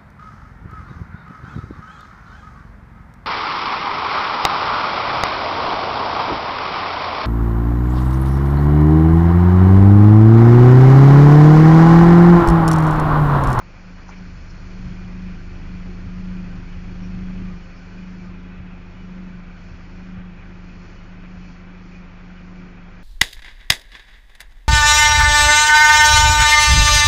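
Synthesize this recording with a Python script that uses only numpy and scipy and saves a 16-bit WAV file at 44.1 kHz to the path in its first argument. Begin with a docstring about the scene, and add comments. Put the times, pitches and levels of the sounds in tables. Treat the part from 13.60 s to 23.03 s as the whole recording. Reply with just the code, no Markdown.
"""A small four-cylinder engine idles, heard close to the tailpipe over gravel.
From the start, each firing pushes out a puff that throbs, sounds the muffler and flutters in the pipe.
As the idle hunts, its seventh order drifts on and off a pipe resonance and booms; air rushes under the car
and a treble hiss lies on top. Scuffs of narrow noise come now and then, a small damped body is
knocked at half a second, and from 0.7 s on uneven firings thud as single dips of pressure."""
import sys
import numpy as np
from scipy import signal
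from scipy.fft import rfft, irfft
from scipy.io import wavfile
from scipy.ndimage import uniform_filter1d

SR = 44100
rng = np.random.default_rng(int(sys.argv[2]) if len(sys.argv) > 2 else 0)


def pcm_store(signal):
    """Save signal as 16-bit PCM."""
    levels = np.round(np.clip(np.atleast_2d(signal), -1, 1) * 32767)
    wavfile.write(sys.argv[1], SR, levels.astype(np.int16).T)


N = 415863
TIME = np.arange(N) / SR   # s

# uneven firings that thud: (time [s], relative level [dB])
THUD_FIRINGS = [(0.668, -38), (0.764, -26), (0.932, -32), (1.273, -22), (2.44, -29), (2.99, -36),
                (3.302, -34), (3.573, -30), (4.699, -33.5), (5.005, -30), (5.741, -32.5), (6.117, -30),
                (6.587, -31.5), (7.815, -31.5)]
IDLE_HZ = 25.7   # reference firing rate


def from_db(db):
    """Level law: 20 dB is a factor of ten in pressure."""
    return 10 ** (np.asarray(db) / 20)


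def rms_one(x):
    """Normalise the effective (root mean square) pressure to 1."""
    return x / np.sqrt(np.mean(x ** 2) + 1e-20)


def in_time(rows):
    """Linear interpolation: each column of a curve at every sample."""
    times, *columns = np.transpose(rows)
    return [np.interp(TIME, times, column) for column in columns]


def cut(x, hz, kind, order=2):
    """Butterworth filtering: a maximally flat passband."""
    return signal.sosfilt(signal.butter(order, hz, kind, fs=SR, output="sos"), x)


def resonate(x, modes):
    """Modal superposition: parallel damped resonances, each with peak gain 1 before its own level."""
    out = 0
    for k, (hz, width, db) in enumerate(modes):
        radius = np.exp(-np.pi * width / SR)   # a wider resonance decays faster
        poles = [1, -2 * radius * np.cos(2 * np.pi * hz / SR), radius * radius]
        ring = signal.lfilter([1, 0, -1], poles, x + 1e-18) * (1 - radius * radius) / 2
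        out = out + (-1) ** k * from_db(db) * ring   # neighbours have opposite signs
    return out


def even(x, size=6850):
    """Automatic gain: divide by the running rms over a few firings."""
    power = uniform_filter1d(uniform_filter1d(x ** 2, size), size // 2)
    return x / np.sqrt(power + 1e-20)


def noise(spectrum):
    """Spectral shaping: white noise weighted by a colour, rms 1."""
    hz, db = np.transpose(spectrum)
    bins_hz = np.maximum(np.arange(N // 2 + 1) * SR / N, 1)
    gain = from_db(np.interp(np.log(bins_hz), np.log(hz), db))
    return rms_one(irfft(rfft(rng.standard_normal(N)) * gain, N))


def drift(hz):
    """Random modulation: low-passed noise wanders slowly with spread 1."""
    return noise([(hz / 2, 0), (hz, -3), (hz * 2, -14), (hz * 10, -70)])


def settle(x):
    """First-order relaxation: a control is followed with the inertia of the pipe."""
    build_up_s = 0.046   # time constant
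    r = np.exp(-1 / (build_up_s * SR))
    return x[0] + signal.lfilter([1 - r], [1, -r], x - x[0])


def puffs(turns, depth_db, lag):
    """Amplitude modulation: turbulence swells and ebbs once in every firing, timed by the lag [cycles]."""
    return rng.standard_normal(N) * from_db(depth_db * np.cos(2 * np.pi * (turns - lag)))


def throb(turns, lag, buffet_db):
    """Monopole pulsation at the firing rate, with gas buffeting the microphone."""
    swing = -np.sqrt(2) * np.cos(2 * np.pi * (turns - lag))
    buffet = rms_one(cut(puffs(turns, depth_db=-0.5, lag=lag), [10, 45], "band"))
    return swing + from_db(buffet_db) * buffet


def muffler(turns, rough_db):
    """Harmonic series of low orders, blurred by turbulence ringing in the chambers."""
    # firing orders from the second upward: (relative level [dB], lag [cycles])
    low_orders = [(-5, 0.34), (-8, 0.5), (-6.5, .15), (-19.5, 0.45)]
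    # chamber resonances: (frequency [Hz], width [Hz], relative level [dB])
    chambers = [(41, 4, -12.5), (74.6, 8.5, 2), (88, 24, -2), (111.8, 58, -7)]
    lines = 0
    for k, (db, lag) in enumerate(low_orders, 2):
        lines = lines + from_db(db) * np.sqrt(2) * np.cos(2 * np.pi * (k * turns - lag))
    rumble = cut(resonate(puffs(turns, depth_db=3.5, lag=0.4), chambers), 170, "low", order=3)
    return lines + from_db(rough_db) * even(rumble)


def boom(turns, swing, bend, lag):
    """Forced vibration on the seventh order; every firing tops it up and nudges its phase."""
    firing = 2 * np.pi * (turns - lag)
    ring = -np.sqrt(2) * np.sin(2 * np.pi * 7 * turns - bend * np.sin(firing))   # bend in rad
    return ring * (1 + swing * np.cos(firing))


def in_tune(speed):
    """Resonance curve: the boom's gain tends to 1 as the seventh order settles on the pipe resonance."""
    boom_hz, boom_width_hz = 182.5, 4.4
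    detuning = 2 * (7 * speed - boom_hz) / boom_width_hz
    return settle(1 / np.hypot(1, detuning))


def flutter(turns, clean_db):
    """Flow excitation of the pipe modes; each puff's steep front rings the higher ones as clean overtones."""
    # pipe resonances: (frequency [Hz], width [Hz], relative level [dB])
    pipe_modes = [(177.6, 17, 4), (218, 40, -3.5), (264.4, 23.4, 0.5), (305.5, 54, -7.5), (352.3, 17, -2),
                  (434, 49, -15), (526, 7.6, -10.5)]
    stream = resonate(puffs(turns, depth_db=3.5, lag=0.9), pipe_modes)
    stream = cut(cut(stream, 600, "low"), 130, "high")
    count = np.floor(turns - 0.2)
    fronts = np.diff(count, append=count[-1])   # one impulse per firing
    overtones = cut(resonate(fronts, pipe_modes[1:]), 230, "high", order=4)
    return even(stream) + from_db(clean_db) * rms_one(cut(overtones, 600, "low"))


def rush(turns, gust_db, hollow_db):
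    """Broadband air and engine noise under the car, with cavity resonances that each flare on their own."""
    # cavities: (frequency [Hz], width [Hz], relative level [dB])
    hollows = [(755, 40, -2), (1205, 45, .5), (1497, 75, 3), (2320, 55, 0), (2435, 60, 0), (2570, 50, -3),
               (2940, 50, -5), (3290, 50, -9)]
    # broad spectrum: (frequency [Hz], relative density [dB per Hz])
    rush_colour = [(200, 1.5), (400, -1), (600, 1), (900, -1), (1350, 1), (1800, -1.5), (2500, -2.5),
                   (2700, -8.5), (3100, -14.5), (3600, -16.5), (4000, -18), (4600, -39)]
    stream = puffs(turns, depth_db=1.0, lag=0.67)
    ringing = sum(resonate(stream, [mode]) * from_db(gust_db * drift(7.9)) for mode in hollows)
    ringing = rms_one(cut(ringing, 3500, "low", order=6))
    broad = cut(noise(rush_colour), 130, "high") * from_db(0.84 * drift(23))
    return rms_one(broad + from_db(hollow_db) * ringing)


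def jet(turns):
    """Jet noise: turbulent gas hisses over the rim of the pipe, pulsed by the firings."""
    return rms_one(cut(puffs(turns, depth_db=3.5, lag=0.3), [1500, 3300], "band", order=3))


def hiss():
    """Spectral shaping: coloured noise in the treble, scaled by a given level curve."""
    # spectrum: (frequency [Hz], relative density [dB per Hz])
    hiss_colour = [(3000, -33), (3900, -11.5), (4250, 6), (4600, 1.5), (5500, 0.5), (6300, -4), (7200, -8),
                   (8000, -17.5)]
    # level curve given to the noise: (time [s], relative level [dB])
    treble = [(0, -64), (.5, -61), (1.2, -59), (1.45, -61.5), (4.66, -63), (4.72, -67), (5.05, -70),
              (5.4, -66), (5.9, -68), (6.04, -63), (6.5, -65.5), (6.62, -71), (7.3, -62), (7.58, -69),
              (7.9, -62), (8.08, -70), (8.36, -63), (8.42, -68.5), (9.0, -66), (9.2, -70), (9.43, -66.7)]
    (treble_db,) = in_time(treble)
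    return from_db(treble_db + 1.0) * noise(hiss_colour)


def reflect(x):
    """Image sources: delayed copies from pipe, ground and underbody join the direct sound."""
    # reflections: (delay [s], gain [ratio])
    echoes = [(.00208, .06), (.0058, .06), (.00655, .045), (.0078, .05), (.0084, -.055), (.0116, .05),
              (.0129, .04), (.0153, .04), (.0167, .04)]
    return x + sum(gain * np.roll(x, round(delay * SR)) for delay, gain in echoes)


def scuffs():
    """Band-limited noise bursts: short Gaussian swells heard as scuffs and faint high squeaks."""
    # (time [s], half length [s], centre [Hz], width [Hz], level [dB])
    bursts = [(0.017, 0.012, 1020, 496, -46), (0.501, 0.024, 950, 450, -47),
              (0.497, 0.015, 5800, 1500, -53), (0.531, 0.022, 2200, 900, -48),
              (.585, 0.022, 5550, 600, -60), (0.907, 0.011, 5260, 500, -53.5),
              (3.447, 0.034, 5600, 500, -60), (4.18, 0.021, 5130, 694, -59)]
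    out = np.zeros(N)
    for s, length, hz, width, db in bursts:
        band = cut(rng.standard_normal(N), [max(hz - width / 2, 20), hz + width / 2], "band")
        swell = np.exp(-np.minimum(((TIME - s) / length) ** 2, 20))
        out += from_db(db) * rms_one(band) * swell
    return out


def knock():
    """Impulse response: two quick touches near the microphone ring a small damped body."""
    # touches: (time [s], peak level [dB])
    touches = [(0.4912, -30.5), (.499, -50)]
    # modes of the body: (frequency [Hz], width [Hz], relative level [dB])
    body_modes = [(756, 100, 3), (990, 100, 7), (1410, 160, 1)]
    out = np.zeros(N)
    for s, db in touches:
        ring = resonate(signal.unit_impulse(N, int(s * SR)), body_modes)
        out += from_db(db) * ring / np.abs(ring).max()
    return out


def thuds(length_s, level_db):
    """Pressure transient: a weak firing leaves one dip with a swell on each side."""
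    out = np.zeros(N)
    for s, db in THUD_FIRINGS:
        u = np.clip((TIME - s) / length_s, -10, 10)
        out -= from_db(db + level_db) * (1 - 2 * u * u) * np.exp(-u * u)
    return out


def shake():
    """Transient excitation: gain of the extra muffler sound around each thud."""
    half_length_s, shake_db = 0.063, -12   # level relative to the thud's table level
    out = 0
    for s, db in THUD_FIRINGS:
        out = out + from_db(db + shake_db) * np.exp(-np.minimum(((TIME - s) / half_length_s) ** 2, 20))
    return out


def scene():
    """Superposition: one firing phase drives the exhaust layers, which grow with speed and gas stream."""
    # the idle hunts up and down: (time [s], firing rate [Hz])
    hunting = [(0.1, 25.37), (0.26, 25.95), (0.4, 25.46), (0.58, 26.16), (0.82, 24.81), (1.18, 26.22),
               (1.38, 25.72), (1.66, 26.09), (1.82, 24.87), (2.12, 25.86), (2.36, 25.57), (2.7, 26.18),
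               (3.02, 25.07), (3.6, 26.18), (3.82, 26.29), (4.02, 24.96), (4.46, 26.14), (4.82, 25.6),
               (4.98, 25.97), (5.18, 25.37), (5.6, 26.28), (5.86, 25.33), (6.26, 25.33), (6.5, 26.24),
               (6.76, 25.36), (7.06, 25.76), (7.26, 25.17), (7.72, 25.9), (7.92, 25.37), (8.18, 25.8),
               (8.52, 25.51), (9.0, 25.86), (9.2, 25.18), (9.32, 25.35)]
    # the microphone moves into the gas stream, then to its edge: (time [s], stream level [dB])
    gas_stream = [(0, -43.5), (.5, -40.5), (1.25, -34.5), (3.9, -33.5), (4.07, -40), (4.5, -40),
                  (7.75, -40.5), (8.2, -43), (9.43, -42)]
    # each law: (level at the stream's edge and reference idle [dB], share of the stream's swing [ratio],
    # slope [dB per extra firing per s])
    throb_law = (-39.5, 1.0, 1.2)
    muffler_law = (-44, 1.1, 0.21)
    boom_law = (-36, 0.83, .3)
    flutter_law = (-48, 0.57, 3.4)
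    rush_law = (-49, .14, 0.46)
    jet_law = (-63.5, 0.79, 1.3)
    edge_db = -40   # stream level at its edge

    (speed,), (stream_db,) = in_time(hunting), in_time(gas_stream)
    turns = 0.185 + np.cumsum(speed) / SR   # firing cycles
    surge = settle(speed) - IDLE_HZ
    # at first the bumper hides the mouth of the pipe: -4 dB, fading over 1.76 s to end at 2.57 s
    shade_db = -4 * np.clip((2.57 - TIME) / 1.76, 0, 1)

    def level(law):
        """Gain law: decibels add for stream and speed."""
        db, share, slope = law
        return from_db(db + share * (stream_db - edge_db) + slope * surge)

    low = level(throb_law) * throb(turns, lag=0.16, buffet_db=-13.0)
    muffler_gain = np.hypot(level(muffler_law), shake())   # powers add
    low = low + muffler_gain * muffler(turns, rough_db=-3.0)

    boom_gain = level(boom_law) * in_tune(speed) * from_db(shade_db)
    pipe = boom_gain * boom(turns, swing=0.31, bend=0.05, lag=0.034)
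    # the flutter takes only part of the shade, and wanders
    flutter_gain = level(flutter_law) * from_db(0.61 * shade_db + 0.79 * drift(5.3))
    pipe = pipe + flutter_gain * flutter(turns, clean_db=-10.5)

    air = level(rush_law) * rush(turns, gust_db=4.5, hollow_db=-8.0)
    air = air + level(jet_law) * jet(turns) + hiss()
    events = scuffs() + knock() + thuds(length_s=0.0039, level_db=1.0)
    return (low + pipe + reflect(air) + events)[None]


def record(dry):
    """Elliptic low-pass filtering: the top is cut steeply above 7230 Hz."""
    return signal.sosfilt(signal.ellip(12, 0.2, 70, 7230, fs=SR, output="sos"), dry)


dry = scene()
out = record(dry)
pcm_store(out)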